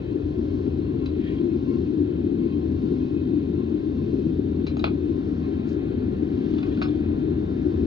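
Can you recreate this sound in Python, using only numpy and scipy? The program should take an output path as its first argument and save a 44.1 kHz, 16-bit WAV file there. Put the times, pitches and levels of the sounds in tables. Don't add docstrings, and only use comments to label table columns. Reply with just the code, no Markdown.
import sys
import numpy as np
from scipy import signal
from scipy.fft import rfft, irfft
from scipy.io import wavfile
from scipy.ndimage import uniform_filter1d

SR = 44100
rng = np.random.default_rng(int(sys.argv[2]) if len(sys.argv) > 2 else 0)


def transcribe(u):
    v = np.clip(np.atleast_2d(u).T, -1, 1)
    q = np.round(v * 32767).astype(np.int16)
    wavfile.write(sys.argv[1], SR, q)


N = 346626
TIME = np.arange(N) / SR
HZ = np.maximum(np.fft.rfftfreq(N, 1 / SR), 1)

# start in seconds, knock in dB, ring in dB, contact brightness in Hz,
# favoured mode in Hz, rebound gap in seconds, knock lost per rebound in dB, knock boost in dB,
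# centre of that boost in Hz.
TOUCHES = [(1.059, -34.5, -40.5, 13000, 3990, .002, 3.5, 0, 1500),
           (4.666, -32.5, -43, 12000, 5410, .002, 3, 0.5, 5400),
           (4.667, -39, -34.5, 9100, 4120, .0022, 3, 3, 4000),
           (4.673, -45, -36.5, 6040, 2360, .003, 1.5, -1.5, 2400),
           (4.768, -37, -50.5, 10000, 6600, .0015, 11.5, 15, 846),
           (4.7931, -39, -33.5, 12000, 3880, .0015, 4, 4.5, 4000),
           (4.8409, -11, -22, 4000, 2450, .002, 15.5, 2.5, 614),
           (4.847, -31, -28.5, 4810, 4215, .003, 6.5, -1.5, 2500),
           (6.031, -44, -56.5, 2400, 1470, 0.0018, 6, 0, 1300),
           (6.537, -42.5, -48, 4970, 3990, .0025, 5.5, 5, 1292),
           (6.582, -37, -38, 6000, 3530, 0.0031, 2.5, 1, 1300),
           (6.629, -33, -50.5, 4500, 3530, 0.0026, 2.5, 3, 1495),
           (6.674, -34, -57.5, 1596, 1470, .003, 4.5, 3, 1053),
           (6.747, -40, -57, 4000, 2560, 0.0019, 7, -0.5, 1303),
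           (6.773, -38, -40, 6000, 1470, .002, 7, -1.5, 1300),
           (6.8155, -23.5, -23, 4600, 1470, .0015, 7.5, 7, 1296),
           (6.8209, -26.5, -27, 6200, 4330, 0.0022, 3, 5.5, 1300),
           (6.827, -29, -32, 6000, 5120, 0.0017, 6.5, 3.5, 1276),
           (6.883, -45.5, -35.5, 5020, 3530, 0.0014, 11, 1, 3570)]


def flame(hum_hz=81.5, hum_db=-15, throat_hz=299, throat_db=-11, level_db=1.5):
    # frequency in Hz, level in dB.
    roar_spectrum = [(15, -37.5), (28, -34), (45, -19), (70, -3.5), (84, -4.5), (120, -6.5), (200, -6),
                     (260, 1), (305, 2.5), (360, -1), (410, -7.5), (490, -20.5), (800, -81)]
    # time in seconds, level in dB.
    strength = [(0.5, -22.5), (1.59, -25.5), (4.47, -24.5), (4.74, -25), (7.86, -23.5)]
    hum = from_db(hum_db) * steadied(noise(resonance(hum_hz, width_hz=6)), span_s=.68)
    throat = from_db(throat_db) * noise(resonance(throat_hz, width_hz=14))
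    roar = rms_one(yard(noise(colour(roar_spectrum))))
    burning = steadied(roar + hum + throat, span_s=.22)
    return from_db(level_db + over_time(strength)) * sputtering(settling(burning))


def settling(rumble, start_db=-14, settle_s=.53):
    middle = filtered(rumble, resonance(hz=213, width_hz=170))
    return rumble + middle * (from_db(start_db * np.exp(-TIME / settle_s)) - 1)


def sputtering(rumble, boom_db=-.5, throb_db=1.65, throb_hz=18, flare_s=.0057):
    # time in seconds, gain in dB.
    boom_trend = [(0, -2), (.7, -1), (1.2, -0.4), (1.8, 2), (3.2, 0.2), (3.85, -.5), (4.35, -1.3),
                  (5.0, -0.4), (5.55, -2.2), (6.4, -1.5), (7.3, -1), (7.86, -1)]
    # time in seconds, level in dB over the average boom.
    flares = [(0.395, 6), (0.681, 5), (1.443, 5), (1.705, 5.5), (1.987, 6.5), (2.464, 7), (2.923, 8.5),
              (3.34, 11), (3.381, 8.5), (4.192, 5.5), (4.267, 7.5), (4.395, 9.5), (6.232, 8), (6.54, 7.5),
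              (7.283, 4.5), (7.836, 7.5)]
    boom = filtered(rumble, resonance(hz=310, width_hz=170))
    throbbing = boom * from_db(boom_db + over_time(boom_trend) + throb_db * drift(throb_hz))
    driven = steadied(boom, span_s=.01) * np.std(boom)
    for s, db in flares:
        throbbing = throbbing + swell(s, flare_s, flare_s) * (from_db(db) * driven - throbbing)
    return rumble - boom + throbbing


def gas(jet_db=-51, whistle_db=-56.5, exhaust_db=-53.5, surge_db=4.5, surge_s=5.0, surge_rise_s=.44):
    # frequency in Hz, level in dB.
    jet_spectrum = [(350, -34), (550, 10), (880, -5), (1250, -14), (2000, -14), (2500, -13.5), (2950, -11),
                    (4200, -15.5), (5000, -23.5), (6200, -29.5), (7400, -43), (10000, -51.5),
                    (13000, -63.5)]
    # frequency in Hz, level in dB.
    exhaust_spectrum = [(400, -16.5), (650, 9.5), (1000, -3.5), (1600, -4), (2200, -9), (3500, -21.5),
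                        (7000, -64)]
    burner = from_db(jet_db) * noise(colour(jet_spectrum)) + from_db(whistle_db) * whistling()
    flow_db = exhaust_db + surge_db * np.clip((TIME - surge_s) / surge_rise_s, 0, 1)
    exhaust = from_db(flow_db) * noise(colour(exhaust_spectrum))
    return filtered(burner + exhaust, clutter(t60=.24, db=-16))


def whistling(waver_db=2.5, waver_hz=5, groups=3):
    # frequency in Hz, width in Hz, level in dB.
    tube_modes = [(1051, 100, 10), (1372, 30, -1.5), (1763, 18, -7.5), (2185, 15, -2.5), (2360, 50, -6),
                  (2530, 76, 4.5), (2710, 65, 0), (3050, 20, -7), (3140, 30, -2), (3360, 28, -10.5),
                  (3775, 33, -6), (3990, 110, -4.5), (4190, 96, -5), (4510, 82, -8)]
    out = 0
    for k in range(groups):
        response = sum(from_db(db) * resonance(hz, width) / np.sqrt(width)
                       for hz, width, db in tube_modes[k::groups])
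        out += np.linalg.norm(response) * noise(response) * from_db(waver_db * drift(waver_hz))
    return rms_one(out)


def orifice(hz=3657, wander_hz=4, wander_rate_hz=8, waver_db=1.0):
    # time in seconds, level in dB.
    strength = [(0, -73.5), (0.6, -75), (1.3, -68.5), (2.1, -70.5), (2.65, -78), (2.8, -69.5), (3.5, -68.5),
                (3.8, -68), (4.3, -69), (5.3, -69), (5.7, -67.5), (6.25, -73), (6.5, -68.5), (7.3, -67),
                (7.5, -67), (7.86, -71)]
    pitch_hz = hz + wander_hz * noise(1 / (1 + (HZ / wander_rate_hz) ** 2))
    level = from_db(over_time(strength) + waver_db * drift(rate_hz=4))
    return level * np.sqrt(2) * np.sin(2 * np.pi * np.cumsum(pitch_hz, axis=1) / SR)


def clinks(boost_octaves=.84, favour_width_hz=130, other_modes_db=-20, echo_s=.026, echo_db=-14):
    # frequency in Hz, level in dB, t60 in seconds.
    knock_modes = [(633, -4.5, 0.025), (805, -8.5, 0.017), (1026, -3.5, 0.011), (1300, -3.5, 0.01),
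                   (1580, -5.5, 0.0052), (2310, -3.5, .009), (2480, -3.5, 0.017), (2720, -5, 0.011),
                   (3470, -4, 0.0072), (3820, -10, 0.017), (4080, -11.5, 0.018), (4560, -7.5, 0.014),
                   (4790, -3.5, 0.003), (6340, -22, .006)]
    # frequency in Hz, level in dB, t60 in seconds.
    steel_modes = [(1470, -6, .06), (2360, -3, .08), (2560, -5, .04), (2900, -3, .06), (3530, -5, .06),
                   (3860, -2, .025), (3990, -5, .05), (4120, -3, .03), (4215, -3, .045), (4480, -4, .025),
                   (5120, -11, .07), (5450, -8, .025), (6600, -12, .035), (7200, -11, .02)]
    start_s, knock_db, ring_db, _, favoured_hz, gap_s, loss_db, boost_db, boost_hz = np.transpose(TOUCHES)

    def boosted(hz):
        return from_db(boost_db * np.exp(-(np.log2(hz / boost_hz) / boost_octaves) ** 2))

    def favoured(hz):
        return from_db(other_modes_db) + np.exp(-((hz - favoured_hz) / favour_width_hz) ** 2)

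    knock = strike(knock_modes, start_s, knock_db, loss_db, weights=boosted)
    steel = strike(steel_modes, start_s + gap_s, ring_db, loss_db=1.5, weights=favoured)
    direct = clutter(t60=.16, db=-5) + echo(echo_s, echo_db)
    scattered = clutter(t60=.16, db=-2) - 1
    return filtered(knock + steel, np.array([direct, scattered]))


def strike(modes, start_s, level_db, loss_db, weights, contacts=4):
    _, _, _, bright_hz, _, gap_s, *_ = np.transpose(TOUCHES)
    chance_db = rng.standard_normal((len(start_s), len(modes), contacts))
    unevenness = rng.uniform(.9, 1.1, (len(start_s), contacts))
    pushes = [np.hanning(int(SR / hz) + 2) for hz in bright_hz]
    out = np.zeros(N)
    for k, (hz, db, t60) in enumerate(modes):
        force = np.zeros(N)
        for bounce in range(contacts):
            starts = np.round((start_s + bounce * gap_s * unevenness[:, bounce]) * SR).astype(int)
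            sizes = from_db(level_db + db - bounce * loss_db + chance_db[:, k, bounce]) * weights(hz)
            for at, size, push in zip(starts, sizes, pushes):
                force[at:at + len(push)] += size * push / push.sum()
        out += (-1) ** k * ring(force, hz, t60)
    return out


def scrape(grain_db=2.5, grain_hz=150, favour_db=9, favour_width_hz=300):
    # frequency in Hz, width in Hz, level in dB.
    tool_modes = [(1850, 160, -8.5), (2400, 190, -11.5), (3230, 84, -2.5), (3980, 200, -13.5)]
    # peak time, rise and fall in seconds, level in dB, favoured resonance in Hz.
    drags = [(1.28, 0.068, 0.055, -52, 1820), (1.382, 0.019, 0.017, -56, 3210),
             (6.721, .01, .012, -49, 2450)]
    friction = rng.standard_normal((2, N)) * rms_one(from_db(grain_db * drift(grain_hz)))
    out = 0
    for s, rise_s, fall_s, level_db, favoured_hz in drags:
        body = 0
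        for hz, width, db in tool_modes:
            lift_db = favour_db * np.exp(-((hz - favoured_hz) / favour_width_hz) ** 2)
            body += from_db(db + lift_db) * resonance(hz, width)
        out += from_db(level_db) * swell(s, rise_s, fall_s) * rms_one(filtered(friction, body))
    return out


def shuffles(grain_db=2.5, grain_hz=100, relative_width=1.05):
    # peak time and half-length in seconds, level in dB, centre in Hz.
    strokes = [(1.277, 0.11, -51, 2360), (3.695, .012, -70, 5000), (5.707, 0.035, -58, 4520),
               (6.665, 0.36, -56, 2960), (7.193, .017, -73, 4730)]
    grain = rms_one(from_db(grain_db * drift(grain_hz)))
    return grain * sum(from_db(db) * swell(s, half_s, half_s) * noise(resonance(hz, relative_width * hz) ** 2)
                       for s, half_s, db, hz in strokes)


def insect(level_db=-70, first_crest_s=.58, period_s=1.2):
    # frequency in Hz, level in dB.
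    buzz_spectrum = [(3000, -32.5), (4300, -2), (5200, -2.5), (6100, -9), (6800, -23), (8000, -34.5)]
    crests = first_crest_s + period_s * np.arange(np.ceil(TIME[-1] / period_s))
    swells = sum(swell(s, rise_s=.41, fall_s=.21) for s in crests)
    return from_db(level_db) * noise(colour(buzz_spectrum)) * swells


def yard(x, dull_hz=900):
    # delay in seconds, level of the echo's bass in dB.
    walls = [(.0205, -22), (.0226, -15.5), (.0268, -24), (.0306, -12), (.0348, -14), (.0361, -14),
             (.0401, -18), (.0497, -23), (.0543, -21.5)]
    echoes = sum(echo(s, db) for s, db in walls)
    return filtered(x, 1 + echoes / np.hypot(1, HZ / dull_hz))


def echo(delay_s, db):
    return from_db(db) * np.exp(-2j * np.pi * HZ * delay_s)


def clutter(t60, db):
    spray = rng.standard_normal(N) * from_db(-60 * np.minimum(TIME / t60, 4))
    return 1 + from_db(db) * rfft(spray / np.sqrt(np.sum(spray ** 2)))


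def microphone(x):
    # frequency in Hz, left minus right in dB, left's lead in radians,
    # likeness from 0 to 1.
    ports = [(90, 2, 0, .97), (200, 2.9, .3, .92), (300, 6.3, .67, .97), (400, 13, .84, .97),
             (450, 15, .65, .55), (510, 6, -1.5, .25), (600, 6, -2.7, .8), (900, .2, -2.2, .85),
             (1500, 0, -1.67, .86), (2900, .3, -2.4, .82), (3550, 2.5, -1.1, .35), (4350, .4, 0, .88),
             (5350, .8, .5, .3), (6500, 1.8, 0, .8)]
    balance_db, lead, alike = over_hz(ports)
    sides = np.array([[1], [-1]])
    direct = filtered(x[0], np.sqrt((1 + alike) / 2))
    scattered = filtered(x[1], np.sqrt((1 - alike) / 2))
    gain = from_db(sides * balance_db / 2)
    gain /= np.sqrt(np.mean(gain ** 2, axis=0))
    return filtered(direct + sides * scattered, gain * np.exp(.5j * sides * lead))


def from_db(db):
    return 10 ** (np.asarray(db) / 20)


def rms_one(x):
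    return x / np.sqrt(np.mean(x ** 2) + 1e-30)


def over_time(rows):
    return np.interp(TIME, *np.transpose(rows))


def over_hz(rows):
    hz, *columns = np.transpose(rows)
    return [np.interp(np.log(HZ), np.log(hz), c) for c in columns]


def colour(points):
    return from_db(over_hz(points)[0])


def resonance(hz, width_hz):
    return 1 / (1 + ((HZ ** 2 - hz ** 2) / (HZ * width_hz)) ** 2)


def filtered(x, gain):
    return irfft(rfft(x) * gain, N)


def noise(gain):
    return rms_one(filtered(rng.standard_normal((2, N)), gain))


def drift(rate_hz):
    return noise(1 / (1 + (HZ / rate_hz) ** 2) / np.hypot(1, HZ / (10 * rate_hz)))[0]


def ring(clicks, hz, t60):
    r, w = from_db(-60 / (t60 * SR)), 2 * np.pi * hz / SR
    return signal.lfilter([0, np.sin(w)], [1, -2 * r * np.cos(w), r * r], clicks + 1e-18)


def swell(s, rise_s, fall_s):
    return np.exp(-((TIME - s) / np.where(TIME < s, rise_s, fall_s)) ** 2)


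def steadied(x, span_s):
    power = uniform_filter1d(x ** 2, int(span_s * SR), axis=-1, mode="wrap")
    return x / np.sqrt(power + 1e-12)


def scene(handling_top_hz=7300):
    rumble = microphone(flame())
    lowpass = signal.butter(7, handling_top_hz, fs=SR, output="sos")
    handling = signal.sosfilt(lowpass, shuffles() + scrape() + clinks())
    return rumble + microphone(yard(gas() + handling) + orifice() + insect())


def record(dry, image_db=-67, fade_s=.002, cutoff_hz=14400):
    image = from_db(image_db) * dry * np.cos(np.pi / 2 * np.arange(N))
    to_end_s = np.minimum(TIME, TIME[::-1])
    fades = np.sin(np.pi / 2 * np.minimum(to_end_s / fade_s, 1)) ** 2
    lowpass = signal.ellip(8, .1, 70, cutoff_hz, fs=SR, output="sos")
    return signal.sosfilt(lowpass, fades * (dry + image))


dry = scene()
out = record(dry)
transcribe(out)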